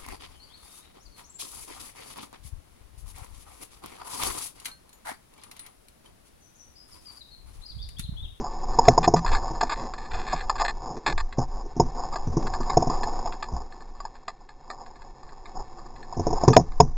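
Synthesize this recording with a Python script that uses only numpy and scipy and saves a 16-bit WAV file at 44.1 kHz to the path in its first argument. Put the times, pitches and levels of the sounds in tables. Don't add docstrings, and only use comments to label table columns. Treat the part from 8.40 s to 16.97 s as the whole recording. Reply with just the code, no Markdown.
import sys
import numpy as np
from scipy import signal
from scipy.fft import rfft, irfft, next_fast_len
from scipy.io import wavfile
from scipy.ndimage import uniform_filter1d, map_coordinates

SR = 44100
rng = np.random.default_rng(int(sys.argv[2]) if len(sys.argv) > 2 else 0)


def to_wav(sig):
    pcm = np.clip(np.atleast_2d(sig), -1, 1) * 32767
    pcm = np.round(pcm).astype(np.int16)
    wavfile.write(sys.argv[1], SR, pcm.T)


N = 377937



def amp(db):
    return 10 ** (np.asarray(db) / 20)


def unit(x):
    return x / np.sqrt(np.mean(x ** 2) + 1e-20)


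def burst(x):
    return x / np.sqrt(np.sum(x ** 2) / (SR / 50) + 1e-20)


def curves(rows):
    s, *cols = np.transpose(rows)
    return [np.interp(np.arange(N) / SR, s, c) for c in cols]


def wobble(rate_hz):
    return map_coordinates(rng.standard_normal(int(N * rate_hz / SR) + 4), [np.arange(N) * rate_hz / SR])


def filtered(x, response):
    m = next_fast_len(len(x) + 8192)
    spectrum = rfft(x, m) * response(np.fft.rfftfreq(m, 1 / SR))
    return irfft(spectrum, m)[:len(x)]


def coloured(x, points):
    hz, db = np.transpose(points)
    return unit(filtered(x, lambda f: amp(np.interp(np.log(f + 1), np.log(hz + 1), db))))


def modes(table, f, polarity=-1):
    total = 0
    for k, (centre, width, db) in enumerate(table):
        damping = 1j * f * width
        total = total + polarity ** k * amp(db) * damping / (centre * centre - f * f + damping)
    return total


def varied(table, spread_db):
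    return np.array(table) + np.outer(rng.standard_normal(len(table)), [0, 0, spread_db])


def lowpass(f, edge_hz, order):
    return 1 / np.sqrt(1 + (f / edge_hz) ** (2 * order))


def grains(size, rate_hz, spread_db):
    hits = rng.random(size) < rate_hz / SR
    return hits * rng.standard_normal(size) * amp(spread_db * rng.standard_normal(size))


def add(track, s, sound):
    room = track[max(round(s * SR), 0):][:len(sound)]
    room += sound[:len(room)]


def contact(chatter, t60_s):
    t = np.arange(SR // 5) / SR
    after = grains(len(t), rate_hz=2500, spread_db=-3.5) * amp(-60 * t / t60_s)
    return (t == 0) + chatter * after / (np.linalg.norm(after) + 1e-9)


def swells(rows):
    t = np.arange(N) / SR
    return sum(amp(db) ** 2 / (1 + np.abs(np.pi * (t - s) / length) ** (2 * np.pi)) for s, length, db in rows)


WAKE_T60_S = 0.16


def wakes():
    shoves = np.zeros(N)
    for s, _, _, thud_db in JERKS:
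        add(shoves, s, amp([thud_db]) ** 2)
    return signal.lfilter([1], [1, -amp(-60 / (WAKE_T60_S * SR)) ** 2], shoves)


def stirred(steady_db, swish_rows, wake_db):
    return 10 * np.log10(amp(steady_db) ** 2 + swells(swish_rows) + amp(wake_db) ** 2 * wakes())


# f/Hz, level/dB
GRIT_SPECTRUM = [(700, -42.5), (1100, -6), (1400, -3.5), (1750, -1), (2100, -3), (2600, -3.5), (3000, -8)]
# f/Hz, width/Hz, level/dB
STEEL_BODY_MODES = [(423, 95, -11), (583, 41, -17), (716, 130, -6), (892, 66, 3), (1124, 145, 3.5),
                    (1213, 74, 5)]
# f/Hz, width/Hz, level/dB
STEEL_RING_MODES = [(1280, 260, -20.5), (1670, 139, 0.5), (1763, 64, 3), (2060, 237, -2.5),
                    (2115, 183, -3.5), (2460, 255, -7.5)]


def steel(drive):
    body = filtered(drive, lambda f: modes(varied(STEEL_BODY_MODES, spread_db=3), f) / (1 + (f / 1500) ** 6))
    ring = filtered(drive, lambda f: modes(varied(STEEL_RING_MODES, spread_db=2.5), f))
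    dry_contact = coloured(drive, GRIT_SPECTRUM)
    return body, unit(ring) + .5 * dry_contact


# t/s, level/dB
FLOW_LEVEL = [(0.12, -36.5), (0.42, -27.5), (0.82, -37.5), (1.05, -32.5), (1.56, -41), (2.3, -39.5),
              (2.63, -48), (3.32, -46), (3.55, -34.5), (3.9, -38.5), (4.55, -28), (4.89, -32),
              (4.98, -42.5), (6.0, -54), (6.5, -49.5), (7.7, -44), (8.05, -28.5), (8.28, -48.5)]
# middle t/s, length/s, rush level/dB, churn level/dB
SWISH_EVENTS = [(0.0, 0.073, -37, -27), (0.057, 0.048, -30, -62), (0.65, 0.075, -28, -29.5),
                (0.944, .14, -30.5, -41), (1.428, 0.1, -31, -34), (1.79, 0.21, -35, -39.5),
                (2.23, 0.084, -26.5, -51), (2.469, 0.13, -32, -39.5), (2.542, 0.12, -41, -32.5),
                (2.704, 0.091, -41, -30.5), (3.01, 0.072, -28.5, -46), (3.174, 0.14, -36.5, -43),
                (3.257, .06, -51, -38.5), (3.608, 0.11, -31.5, -39), (4.012, 0.18, -48, -28),
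                (5.164, 0.23, -38, -43), (6.369, 0.26, -41, -51.5), (7.181, 0.096, -33, -39.5),
                (7.977, 0.034, -28.5, -38)]
# middle t/s, length/s, level/dB
GUN_SWINGS = [(0.29, 0.15, -26.5), (0.92, .18, -19), (1.76, .16, -28), (2.15, 0.73, -32.5),
              (2.79, 0.19, -22), (3.1, 0.46, -29.5), (3.45, .12, -27), (4.05, 0.72, -27.5),
              (5.16, 0.26, -33.5), (5.56, 0.29, -39), (7.21, 0.091, -31), (7.92, 0.18, -26.5),
              (8.47, 0.51, -24.5)]
# f/Hz, level/dB per Hz
RUSH_SPECTRUM = [(260, -39), (450, -14.5), (556, -7), (612, -24.5), (705, -1.5), (752, 3.5), (820, -3),
                 (934, -2), (1100, -6), (1400, -28), (1500, -22), (1950, -46.5), (3300, -120)]
# f/Hz, level/dB per Hz
CHURN_SPECTRUM = [(45, -21), (75, -21), (135, 1.5), (190, -10.5), (230, 0), (295, -8), (345, 0), (430, -4),
                  (550, -11.5), (650, -13), (850, -44), (1400, -120)]
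# f/Hz, level/dB per Hz
RUMBLE_SPECTRUM = [(8, -11), (14, -1.5), (20, 0), (28, -9), (40, -19), (70, -24.5), (120, -39.5),
                   (250, -90)]
BRISK_DB = -35
CHURN_DB, CHURN_GROWS = -40.5, 0.83
HISS_DB, HISS_GROWS = -52, 0.49
SWAY_DB, SWAY_GROWS = -31.5, 0.91
WAKE_RUSH_DB, WAKE_CHURN_DB = -9.5, -8


def water():
    flow_db, = curves(FLOW_LEVEL)
    effort_db = flow_db - BRISK_DB
    rush_swishes = [(s, length, db) for s, length, db, _ in SWISH_EVENTS]
    churn_swishes = [(s, length, db) for s, length, _, db in SWISH_EVENTS]
    rush_db = stirred(flow_db, rush_swishes, WAKE_RUSH_DB)
    churn_db = stirred(CHURN_DB + CHURN_GROWS * effort_db, churn_swishes, WAKE_CHURN_DB)
    hiss_db = HISS_DB + HISS_GROWS * effort_db
    sway_db = 10 * np.log10(amp(SWAY_DB + SWAY_GROWS * effort_db) ** 2 + swells(GUN_SWINGS))

    eddies = wobble(45)
    rush_noise = coloured(grains(N, rate_hz=1800, spread_db=-1.5), RUSH_SPECTRUM)
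    rush = amp(rush_db - 4 + 1.84 * eddies) * rush_noise
    churn_noise = coloured(rng.standard_normal(N), CHURN_SPECTRUM)
    churn = amp(churn_db - 5 + 0.73 * eddies) * churn_noise

    sand = rng.standard_normal(N)
    sand_ring = unit(filtered(sand, lambda f: modes(STEEL_RING_MODES, f)))
    fizz = unit(coloured(sand, GRIT_SPECTRUM) + 0.31 * sand_ring)
    hiss = amp(hiss_db + 1.4 * eddies + 1.1 * wobble(30)) * fizz

    swell = coloured(rng.standard_normal(N), RUMBLE_SPECTRUM)
    swell /= np.sqrt(np.abs(uniform_filter1d(swell ** 2, SR // 8)) + 0.027)
    return rush + churn + hiss + amp(sway_db) * swell


STRAY_PER_S, STRAY_BODY_DB, STRAY_RING_DB = 14, -15.5, -27.5


def rattle():
    flow_db, = curves(FLOW_LEVEL)
    touches = grains(N, rate_hz=STRAY_PER_S, spread_db=1.5)
    drive = signal.fftconvolve(touches, contact(chatter=2.1, t60_s=0.059))[:N]
    body, ring = steel(drive)
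    return amp(flow_db) * (amp(STRAY_BODY_DB) * unit(body) + amp(STRAY_RING_DB) * unit(ring))


# t/s, level/dB, f/Hz
BARREL_BOOMS = [(0.6, -19, 163), (0.754, -13, 168.5), (0.9, -20, 72), (2.982, -24.5, 130.3),
                (3.875, -13.5, 83), (3.972, -19.5, 129), (5.127, -15, 57.4), (7.783, -16, 91),
                (8.074, -16, 84.3), (8.398, -12.5, 146)]


def booms():
    out, t = np.zeros(N), np.arange(SR // 3) / SR
    attack = 1 - np.exp(-t / 0.004)
    for s, db, hz in BARREL_BOOMS:
        decay = amp(db - 6 - 60 * t / 0.26)
        add(out, s, decay * attack * np.sin(2 * np.pi * hz * t))
    return out


# t/s, length/s, body level/dB, ring level/dB
SCRAPE_EVENTS = [(0.452, 0.032, -36, -42), (0.631, 0.032, -24, -30), (0.763, 0.03, -26.5, -39),
                 (0.862, 0.042, -30, -34), (0.915, 0.028, -41, -34), (1.209, 0.017, -30.5, -27.5),
                 (1.295, 0.048, -27, -33), (1.359, 0.12, -43.5, -49.5), (1.578, 0.11, -44, -47.5),
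                 (1.708, .16, -42, -42), (1.866, 0.135, -38, -38.5), (2.006, 0.013, -47, -34.5),
                 (2.023, 0.033, -42.5, -50), (2.181, 0.018, -36, -36.5), (2.198, 0.029, -21, -32),
                 (2.249, 0.016, -32, -27), (2.281, .027, -29.5, -29), (2.663, 0.03, -22, -24.5),
                 (2.688, 0.043, -32.5, -34), (2.801, 0.0091, -28, -33.5), (4.494, 0.084, -34, -53),
                   (3.723, 0.026, -31.5, -48.5), (4.064, 0.02, -32.5, -39.5), (4.297, 0.022, -29, -38.5)]
SLIPS_PER_S, RUB_DB = 270, -12


def scrapes():
    out = np.zeros(N)
    for s, length, body_db, ring_db in SCRAPE_EVENTS:
        size = int(max(length, .005) * SR)
        grip = map_coordinates(rng.standard_normal(size // 200 + 4), [np.arange(size) / 200])
        slip_phase = np.cumsum(SLIPS_PER_S * amp(2.6 * grip)) / SR
        slips = np.diff(np.floor(slip_phase), prepend=-1)
        uneven_slips = unit(slips * amp(3.0 * rng.standard_normal(size)))
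        rub = uneven_slips + amp(RUB_DB) * rng.standard_normal(size)
        press = amp(2.5 * grip) * np.sqrt(1 - np.linspace(0, 1, size) ** 4)
        body, ring = steel(np.pad(rub * press, (0, SR // 10)))
        stroke = amp(body_db - 2.5) * unit(body) + amp(ring_db) * unit(ring)
        add(out, s, stroke * np.sqrt(size / len(body)))
    return out


# t/s, body level/dB, ring level/dB
TICK_EVENTS = [(0.065, -27, -58), (0.848, -32, -45.5), (0.932, -19, -32.5), (0.948, -22, -24),
               (0.967, -28, -32), (1.209, -16, -38), (1.232, -18.5, -34), (1.269, -39, -43),
               (1.536, -29.5, -37.5), (1.745, -28, -37), (1.877, -28, -38.5), (2.096, -14, -27),
               (2.154, -25.5, -36.5), (2.567, -41, -47.5), (2.777, -23, -26.5), (2.925, -39, -37.5),
               (3.757, -21.5, -33), (4.024, -32.5, -47), (4.136, -22.5, -32.5), (4.229, -31, -42),
               (4.631, -23.5, -29.5), (4.871, -27.5, -45), (4.923, -35.5, -37), (5.025, -23, -30),
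               (5.322, -43, -44.5), (5.405, -45, -49), (5.602, -28.5, -46), (5.65, -25.5, -41.5),
               (5.753, -50, -48), (5.88, -23.5, -32.5), (6.089, -40, -44), (6.301, -27, -35),
               (6.461, -45, -48), (6.556, -48, -50.5), (6.618, -42, -47), (6.829, -41, -55.5),
                        (6.889, -55, -48), (7.055, -39, -43), (7.56, -55, -48), (7.627, -64, -41.5),
               (8.079, -20.5, -29.5), (8.131, -14, -25), (8.319, -40, -49.5)]


def ticks():
    out = np.zeros(N)
    for s, body_db, ring_db in TICK_EVENTS:
        body, ring = steel(contact(chatter=0.96, t60_s=0.08))
        add(out, s + 0.00091, amp(body_db - 9.0) * burst(body) + amp(ring_db - 5.5) * burst(ring))
    return out


# t/s, knock level/dB, knock centre f/Hz, thud level/dB
JERKS = [(0.389, -4, 800, -21), (0.483, 1.5, 685, -12.5), (0.579, -5, 921, -22), (0.678, -5.5, 820, -19),
         (0.74, -7, 890, -17.5), (0.847, -17.5, 930, -43), (1.11, -27, 840, -34), (1.23, -14, 750, -32),
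         (1.93, -15.5, 953, -49), (1.938, -17.5, 891, -35), (2.097, -14, 1170, -58),
         (2.986, -22, 555, -20.5), (3.368, -31, 732, -29), (3.4, -7, 770, -14.5),
         (3.874, -42.5, 945, -28.5), (3.971, -24, 1040, -19.5), (4.205, -25, 890, -32),
         (4.299, -18.5, 920, -36.5), (4.372, -6.5, 730, -17), (4.425, -14, 720, -27),
         (4.473, -20.5, 735, -26.5), (4.501, -18, 930, -30), (4.858, -21, 775, -58),
         (5.086, -30, 1030, -55), (5.124, -36, 673, -35.5), (7.726, -26.5, 930, -58),
         (7.771, -28, 735, -29), (7.797, -21, 740, -27), (7.869, -15, 560, -23), (7.906, -23, 711, -26),
         (7.93, -18.5, 751, -27), (8.037, -12, 697, -24.5), (8.081, -9.5, 900, -10), (8.103, -24, 552, -18),
         (8.167, 2, 700, -10.5), (8.194, -18.5, 700, -32), (8.403, -0.5, 794, -12.5)]
# f/Hz, width/Hz, level/dB
KNOCK_MODES = [(703, 80, 0), (790, 160, -10), (925, 90, -4), (1080, 140, -13)]
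# f/Hz, width/Hz, level/dB
THUD_MODES = [(75, 16, -1.5), (132, 20, -0.5), (162.5, 20, 0), (247.6, 31.3, -0.5), (339, 32, 0.5),
              (427.7, 51, 4.5), (530, 57, -1.5)]
CRACK_DB, HARD_DB, CRACK_GROWS = -26, -3, 3.5
THUD_EDGE_HZ, THUD_DULLS_DB_PER_OCTAVE = 515, 56.5


def jerks():
    out = np.zeros(N)
    lead_s = .005

    def push(chatter, t60_s):
        return np.pad(contact(chatter, t60_s), (round(lead_s * SR), 0))

    for s, knock_db, centre_hz, thud_db in JERKS:
        crack_db = knock_db + CRACK_DB + CRACK_GROWS * max(knock_db - HARD_DB, 0)
        thud_edge_hz = THUD_EDGE_HZ * 2 ** (knock_db / THUD_DULLS_DB_PER_OCTAVE)
        upper, lower = varied(KNOCK_MODES, spread_db=1), varied(THUD_MODES, spread_db=2)

        def hardness(f):
            octaves = np.log2((f + 1) / centre_hz)
            return lowpass(f, edge_hz=1700, order=8) / (1 + (octaves / 0.31) ** 2)

        def low_modes(f):
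            return modes(lower, f, polarity=1)

        knock = filtered(push(chatter=0.82, t60_s=0.018), lambda f: modes(upper, f) * hardness(f))
        thud = filtered(push(chatter=0.86, t60_s=0.046),
                        lambda f: low_modes(f) * lowpass(f, thud_edge_hz, order=7))
        shudder = filtered(push(chatter=15, t60_s=0.2),
                           lambda f: low_modes(f) * lowpass(f, edge_hz=246, order=3))
        crack = coloured(push(chatter=10.0, t60_s=0.023), GRIT_SPECTRUM)
        add(out, s - lead_s - .001, amp(thud_db - 1.0) * (burst(thud) + .5 * burst(shudder)))
        add(out, s - lead_s, amp(knock_db - 9.0) * burst(knock) + amp(crack_db - 8.5) * burst(crack))
    return out


def scene():
    sound = water() + rattle() + booms() + scrapes() + ticks() + jerks()
    return np.array([sound, sound])


HOLD_HZ, TOP_HZ = 6000, 8328


def record(dry):
    carrier = 1 + 2 * np.cos(2 * np.pi * HOLD_HZ * np.arange(N) / SR)
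    out = []
    for x in dry:
        narrow = filtered(x, lambda f: lowpass(f, edge_hz=2765, order=22))
        mirrored = np.clip(narrow, -1, 1) * carrier
        held = filtered(mirrored, lambda f: np.sinc(f / HOLD_HZ))
        out.append(filtered(held, lambda f: lowpass(f, edge_hz=7444, order=22) * (f < TOP_HZ)))
    return np.clip(out, -1, 1)


dry = scene()
out = record(dry)
to_wav(out)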